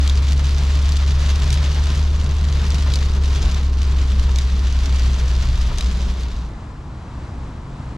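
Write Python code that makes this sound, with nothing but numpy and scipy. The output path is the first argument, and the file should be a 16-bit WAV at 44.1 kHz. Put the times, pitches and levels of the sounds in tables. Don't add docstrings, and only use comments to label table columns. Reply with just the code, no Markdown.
import sys
import numpy as np
from scipy import signal
from scipy.fft import rfft, irfft, next_fast_len
from scipy.io import wavfile
from scipy.ndimage import uniform_filter1d

SR = 44100
rng = np.random.default_rng(int(sys.argv[2]) if len(sys.argv) > 2 else 0)


def transcribe(u):
    v = np.clip(np.atleast_2d(u).T, -1, 1)
    q = np.round(v * 32767).astype(np.int16)
    wavfile.write(sys.argv[1], SR, q)


N = 351512


def gain_of(db):
    return 10 ** (np.asarray(db) / 20)


def panned_gain(db, pan_db):
    return gain_of(db + np.array([[.5], [-.5]]) * pan_db)


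def unit_rms(x):
    return x / np.sqrt(np.mean(x ** 2) + 1e-20)


def unit_peak(x):
    return x / abs(x).max()


def at_hz(points, hz):
    freq_hz, value = np.transpose(points)
    return np.interp(np.log(hz + 1), np.log(freq_hz + 1), value)


def curve(rows, column=1):
    rows = np.array(rows)
    return np.interp(np.arange(N) / SR, rows[:, 0], rows[:, column])


def fade_out(rows, over_s):
    return np.clip((rows[-1][0] - np.arange(N) / SR) / over_s, 0, 1)


def add(mix, start_s, sound):
    part = mix[:, round(start_s * SR):][:, :sound.shape[1]]
    part += sound[:, :part.shape[1]]


def wander(rate_hz):
    span = max(int(SR / rate_hz), 1)
    return unit_rms(uniform_filter1d(uniform_filter1d(rng.standard_normal(N), span), span))


def coloured(x, colour):
    log_gain = np.log(gain_of(at_hz(colour, abs(np.fft.fftfreq(4096, 1 / SR)))))
    response = np.exp(signal.hilbert(log_gain).conj())
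    fir = np.fft.ifft(response).real[:1024] * np.hanning(2048)[1024:]
    return signal.oaconvolve(x, fir[None], axes=1)[:, :x.shape[1]]


def stereo_noise(shape):
    # freq_hz, coherence
    likeness = [(30, 1), (125, 1), (250, 0.98), (500, 0.94), (1000, 0.73), (2000, 0.74), (4000, 0.72),
                (8000, 0.94), (12000, 0.5)]
    # freq_hz, lead_rad
    lead = [(300, -0.056), (800, 0.42), (1500, -0.51), (3000, -0.92), (3800, -0.45), (5900, -0.68),
            (11000, -0.45), (13000, 0)]
    left, other = rfft(rng.standard_normal((2,) + shape))
    hz = np.fft.rfftfreq(shape[-1], 1 / SR)
    coherence = np.clip(at_hz(likeness, hz), 0, 1)
    right = coherence * left * np.exp(-1j * at_hz(lead, hz)) + np.sqrt(1 - coherence ** 2) * other
    return irfft(np.array([left, right]), shape[-1])


def steady_noise(colour):
    response = gain_of(at_hz(colour, np.fft.rfftfreq(N, 1 / SR)))
    return unit_rms(irfft(rfft(stereo_noise((N,))) * response, N))


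def engine():
    # time_s, pitch_hz, level_db
    firing = [(0, 68.7, -14), (.5, 69.6, -15), (1.35, 70.3, -15.5), (2.2, 72.9, -17), (2.8, 70.4, -16),
              (3.5, 68.6, -17), (4, 66.63, -15.5), (4.56, 65.2, -16), (5.1, 64.4, -16.5), (5.7, 61.9, -21),
              (5.9, 62.2, -18.5), (6.25, 61.1, -20.5), (6.36, 58.8, -32), (6.45, 57.1, -24.5),
              (6.6, 57, -47)]
    # time_s, second_db, third_db
    harmonics = [(0, -32, -49), (.5, -13, -32), (.8, -22, -34), (1.3, -15.5, -35), (2, -17, -35.5),
                 (3, -17.5, -32), (4.6, -25.5, -29.5), (5.1, -19.5, -26.5), (5.65, -11.5, -24),
                 (5.95, -23.5, -19.5), (6.4, -13, -21)]
    fourth_db = -36.5
    phase = 2 * np.pi * np.cumsum(curve(firing)) / SR + .14 * wander(30)
    tone = np.cos(phase) * gain_of(0.17 * wander(10))
    for k, db in ((2, curve(harmonics)), (3, curve(harmonics, column=2)), (4, fourth_db)):
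        flutter_db = 3.5 * wander(21) + 1.1 * wander(5)
        tone += gain_of(db + flutter_db) * np.cos(k * phase + 1.4 * wander(19))
    return np.sqrt(2) * gain_of(curve(firing, column=2)) * tone * fade_out(firing, over_s=0.057)


def body_rumble():
    # time_s, level_db
    levels = [(0, -27), (2, -23), (4, -23.5), (5.2, -23), (5.6, -17.5), (6.1, -28), (6.6, -38)]
    # freq_hz, gain_db
    colour = [(10, -22), (18, -6), (26, -3), (34, -4), (42, 0), (52, -3), (62, -6), (85, -18), (110, -40),
              (200, -120)]
    # centre_s, swell_db
    bumps = [(.16, 2), (.59, 4), (1.19, 4), (1.43, 4), (1.93, -1), (2.04, 1), (3.1, 2.5), (3.46, 7),
             (3.75, 2.5), (4.22, 7.5), (4.82, 3), (5.06, 2), (5.83, 4), (6.1, 10.5), (6.36, 10.5)]
    half_width_s, uneven_db = 0.041, 0.5
    t = np.arange(N) / SR
    shake = steady_noise(colour)
    envelope = uniform_filter1d(abs(signal.hilbert(shake[0])), 1500)
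    shake = unit_rms(shake / (envelope + 0.23))
    bumps_db = sum(db * np.exp(-((t - centre_s) / half_width_s) ** 2) for centre_s, db in bumps)
    level_db = curve(levels) + bumps_db + uneven_db * wander(30)
    return gain_of(level_db) * shake * fade_out(levels, over_s=0.17)


def road_roar():
    # time_s, level_db
    levels = [(0, -34), (1.9, -31.5), (3.3, -31.5), (4.7, -33.5), (5.7, -32.5), (6.25, -33.5), (6.6, -34)]
    # freq_hz, gain_db
    colour = [(50, -113), (90, 0), (110, -1.5), (127, -5), (150, -6), (195, -6.5), (230, -13.5), (290, -14),
              (340, -17.5), (400, -14.5), (520, -22), (800, -27), (1000, -21), (2000, -34.5), (5000, -120)]
    tyres = gain_of(curve(levels) + 1.1 * wander(16)) * steady_noise(colour)
    share = fade_out(levels, over_s=0.73)
    return tyres * np.sqrt(share) + (soft_roar() + whine()) * np.sqrt(1 - share)


def patter(bursts, colour, per_s, spread_db):
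    count = bursts.shape[1]
    sizes = gain_of(spread_db * np.minimum(rng.exponential(1, N), 4))
    hits = sizes * (rng.random(N) < per_s / SR)
    choice = rng.integers(0, count, N)
    impacts = sum(signal.oaconvolve((hits * (choice == k))[None], bursts[:, k], axes=1)[:, :N]
                  for k in range(count))
    return unit_rms(coloured(impacts, colour))


def rain():
    # time_s, level_db
    levels = [(0, -32), (.25, -37), (.35, -36.5), (.55, -34), (.7, -34), (1, -34.5), (1.15, -35.5),
              (1.3, -33), (1.7, -34), (1.92, -33), (2.1, -38.5), (2.4, -38), (2.65, -34.5), (2.98, -34),
              (3.12, -38), (3.25, -37), (3.4, -33.5), (3.58, -36.5), (3.68, -42), (3.78, -41.5),
              (3.84, -37.5), (4.2, -37), (5.1, -36), (5.65, -37), (5.9, -36.5), (6.2, -40.5), (6.4, -45),
              (6.55, -42)]
    # freq_hz, gain_db
    spray_colour = [(300, -21), (600, 1.5), (830, -3), (1050, -0.5), (2200, -3.5), (3800, -3.5), (5200, -8),
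                    (6800, -16), (8000, -24), (10000, -34), (12500, -29), (15500, -53)]
    # freq_hz, gain_db
    tap_colour = [(300, -18.5), (1000, -2.5), (2200, 1.5), (3800, 5), (5200, 2), (6800, 0.5), (8000, -9.5),
                  (11000, -19), (13000, -24), (15500, -28)]
    # freq_hz, gain_db
    tick_colour = [(1000, -17), (3000, 6), (6000, 0), (9000, -6), (12500, -17), (15500, -18)]
    spray_rel_db, taps_rel_db, ticks_rel_db, flurry_db = -2.5, -3.5, -12.5, 0.72
    t = np.arange(1024) / SR
    attack = 1 - np.exp(-t / 0.00017)
    roof_decay = gain_of(-60 * t / 0.01) + 0.2 * gain_of(-60 * t / 0.21)
    roof_bursts = stereo_noise((24, 1024)) * attack * roof_decay
    glass_bursts = stereo_noise((24, 1024)) * attack * gain_of(-60 * t / 0.021)
    spray = steady_noise(spray_colour) * gain_of(spray_rel_db + 1.45 * wander(65))
    taps = gain_of(taps_rel_db) * patter(roof_bursts, tap_colour, per_s=800, spread_db=4.95)
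    ticks = gain_of(ticks_rel_db) * patter(glass_bursts, tick_colour, per_s=370, spread_db=3.4)
    strength = gain_of(curve(levels) + flurry_db * wander(59)) * fade_out(levels, over_s=0.17)
    return strength * (spray + taps + ticks) + big_drops(roof_bursts)


def knock(modes, rise_s):
    t = np.arange(3000) / SR
    blow = stereo_noise((3000,)) * t / rise_s * np.exp(-t / rise_s)
    ring = sum(gain_of(db - 60 * t / t60_s) * np.sin(2 * np.pi * hz * t) for hz, db, t60_s in modes)
    return unit_peak(signal.fftconvolve(blow, ring[None], axes=1)[:, :3000])


def blade_flip(t60_s, ring_db):
    # freq_hz, gain_db
    colour = [(1200, -30), (2600, -13), (3500, 0), (6500, -6), (8000, -13), (11000, -22), (15000, -34)]
    # freq_hz, gain_db, t60_s
    arm_modes = [(1290, -18, 0.014), (2440, -5, 0.016), (3850, 4, 0.016), (5100, -3, 0.013),
                 (6080, -8, 0.013)]
    t = np.arange(3000) / SR
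    scrape = stereo_noise((3000,)) * (gain_of(-60 * t / t60_s) + 0.15 * gain_of(-60 * t / 0.059))
    snap = unit_peak(coloured(scrape + 3 * (t == 0), colour))
    return unit_peak(snap + gain_of(ring_db) * knock(arm_modes, rise_s=0.00037))


def wipers():
    # start_s, peak_db
    thuds = [(1.429, -27), (2.859, -31), (4.287, -25), (5.712, -23.5)]
    # freq_hz, gain_db, t60_s
    cowl_modes = [(600, -8, .012), (950, 0, .02), (1250, -4, .014), (1700, -9, .012)]
    # start_s, peak_db, ring_db
    flips = [(.076, -13, -11), (0.0965, -13, -6), (1.5045, -15, -8), (1.5278, -14, -6),
             (2.9377, -12.5, -16), (2.9566, -14.5, -10), (4.359, -17, -9), (4.3859, -13, 1),
             (5.7841, -15.5, -14), (5.8083, -13, 4)]
    # pan_db, t60_s
    blades = [(2.7, .011), (-1.6, 0.028)]
    out = np.zeros((2, N))
    for start_s, peak_db in thuds:
        add(out, start_s, gain_of(peak_db) * knock(cowl_modes, rise_s=0.004))
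    for k, (start_s, peak_db, ring_db) in enumerate(flips):
        pan_db, t60_s = blades[k % 2]
        add(out, start_s, panned_gain(peak_db, pan_db) * blade_flip(t60_s, ring_db))
    return out


def big_drops(bursts):
    # start_s, peak_db, pan_db
    drops = [(0.3085, -22, 3), (0.321, -16.5, -3), (0.3302, -20, 0), (0.4544, -23, -3), (0.4923, -21, 2),
             (0.5457, -22, .5), (0.582, -23, -3), (0.89, -19, -1), (0.9205, -17.5, 1), (0.9687, -14, 0),
             (1.3572, -22, 5), (1.4411, -24, -3), (1.5414, -17, 1), (1.8377, -23, -2), (1.949, -24, -1),
             (2.2431, -27, 1), (2.3106, -24, 2), (2.4109, -26, -2), (2.6675, -29, 1), (2.7036, -17.5, 2.5),
             (2.7439, -17.5, -3), (2.9878, -20.5, -1), (3.3497, -21.5, 4), (3.4201, -22.5, 1),
             (3.5449, -18, 1), (3.8173, -22, 1), (3.83, -22, 1), (4.1953, -22, -3), (4.5924, -23, -4),
             (4.7246, -21, 1), (4.8573, -22, -10), (4.9583, -27, -15), (4.995, -20.5, -1),
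             (5.2821, -22, -3), (5.665, -30, -6), (5.8435, -24, -2)]
    # freq_hz, gain_db
    colour = [(800, -19), (2200, -3.5), (3800, -1.5), (6300, -1), (8000, -12), (11000, -19.5), (15500, -31)]
    spread_s, damping_t60_s = 0.00054, 0.048
    t = np.arange(bursts.shape[2]) / SR
    envelope = (1 - np.exp(-t / spread_s)) * gain_of(-60 * t / damping_t60_s)
    out = np.zeros((2, N))
    for k, (start_s, peak_db, pan_db) in enumerate(drops):
        splat = coloured(bursts[:, k % bursts.shape[1]] * envelope, colour)
        add(out, start_s, panned_gain(peak_db, pan_db) * unit_peak(splat))
    return out


def soft_roar():
    # freq_hz, gain_db
    colour = [(12, -32), (22, 0.5), (70, 2), (99, -2.5), (130, 0.5), (161, -8), (270, -10), (405, -20.5),
              (760, -21), (1020, -18.5), (1660, -28.5), (2500, -34), (4050, -38), (7500, -44.5),
              (8300, -49), (10500, -56.5), (13500, -77), (15000, -95)]
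    level_db, swell_db = -30.5, 0.73
    return gain_of(level_db + swell_db * wander(7.6)) * steady_noise(colour)


def whine():
    # pitch_hz, level_db
    tones = [(4000, -70.5)]
    t = np.arange(N) / SR
    return sum(np.sqrt(2) * gain_of(db + 2.5 * wander(8)) * np.sin(2 * np.pi * hz * t + .6 * wander(15))
               for hz, db in tones)


def scene():
    return road_roar() + engine() + body_rumble() + rain() + wipers()


def record(dry):
    # freq_hz, pan_db
    imbalance = [(60, 0.46), (250, 0.3), (500, 1.5), (1000, 1.9), (2000, 2), (4000, 0.1), (8000, 1.5),
                 (12000, 3)]
    # freq_hz, gain_db
    rolloff = [(12500, 0), (14000, -6), (15800, -16)]
    cutoff_hz = 15800
    size = next_fast_len(N + 8192)
    hz = np.fft.rfftfreq(size, 1 / SR)
    end_fade = np.sin(np.pi / 2 * np.clip((N - np.arange(N)) / 300, 0, 1)) ** 2
    response = panned_gain(at_hz(rolloff, hz), at_hz(imbalance, hz))
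    ports = irfft(rfft(dry * end_fade, size) * response, size)
    lowpass = signal.firwin(511, cutoff_hz, window=("kaiser", 9), fs=SR)
    return signal.oaconvolve(ports[:, :N], lowpass[None], "same")


dry = scene()
out = record(dry)
transcribe(out)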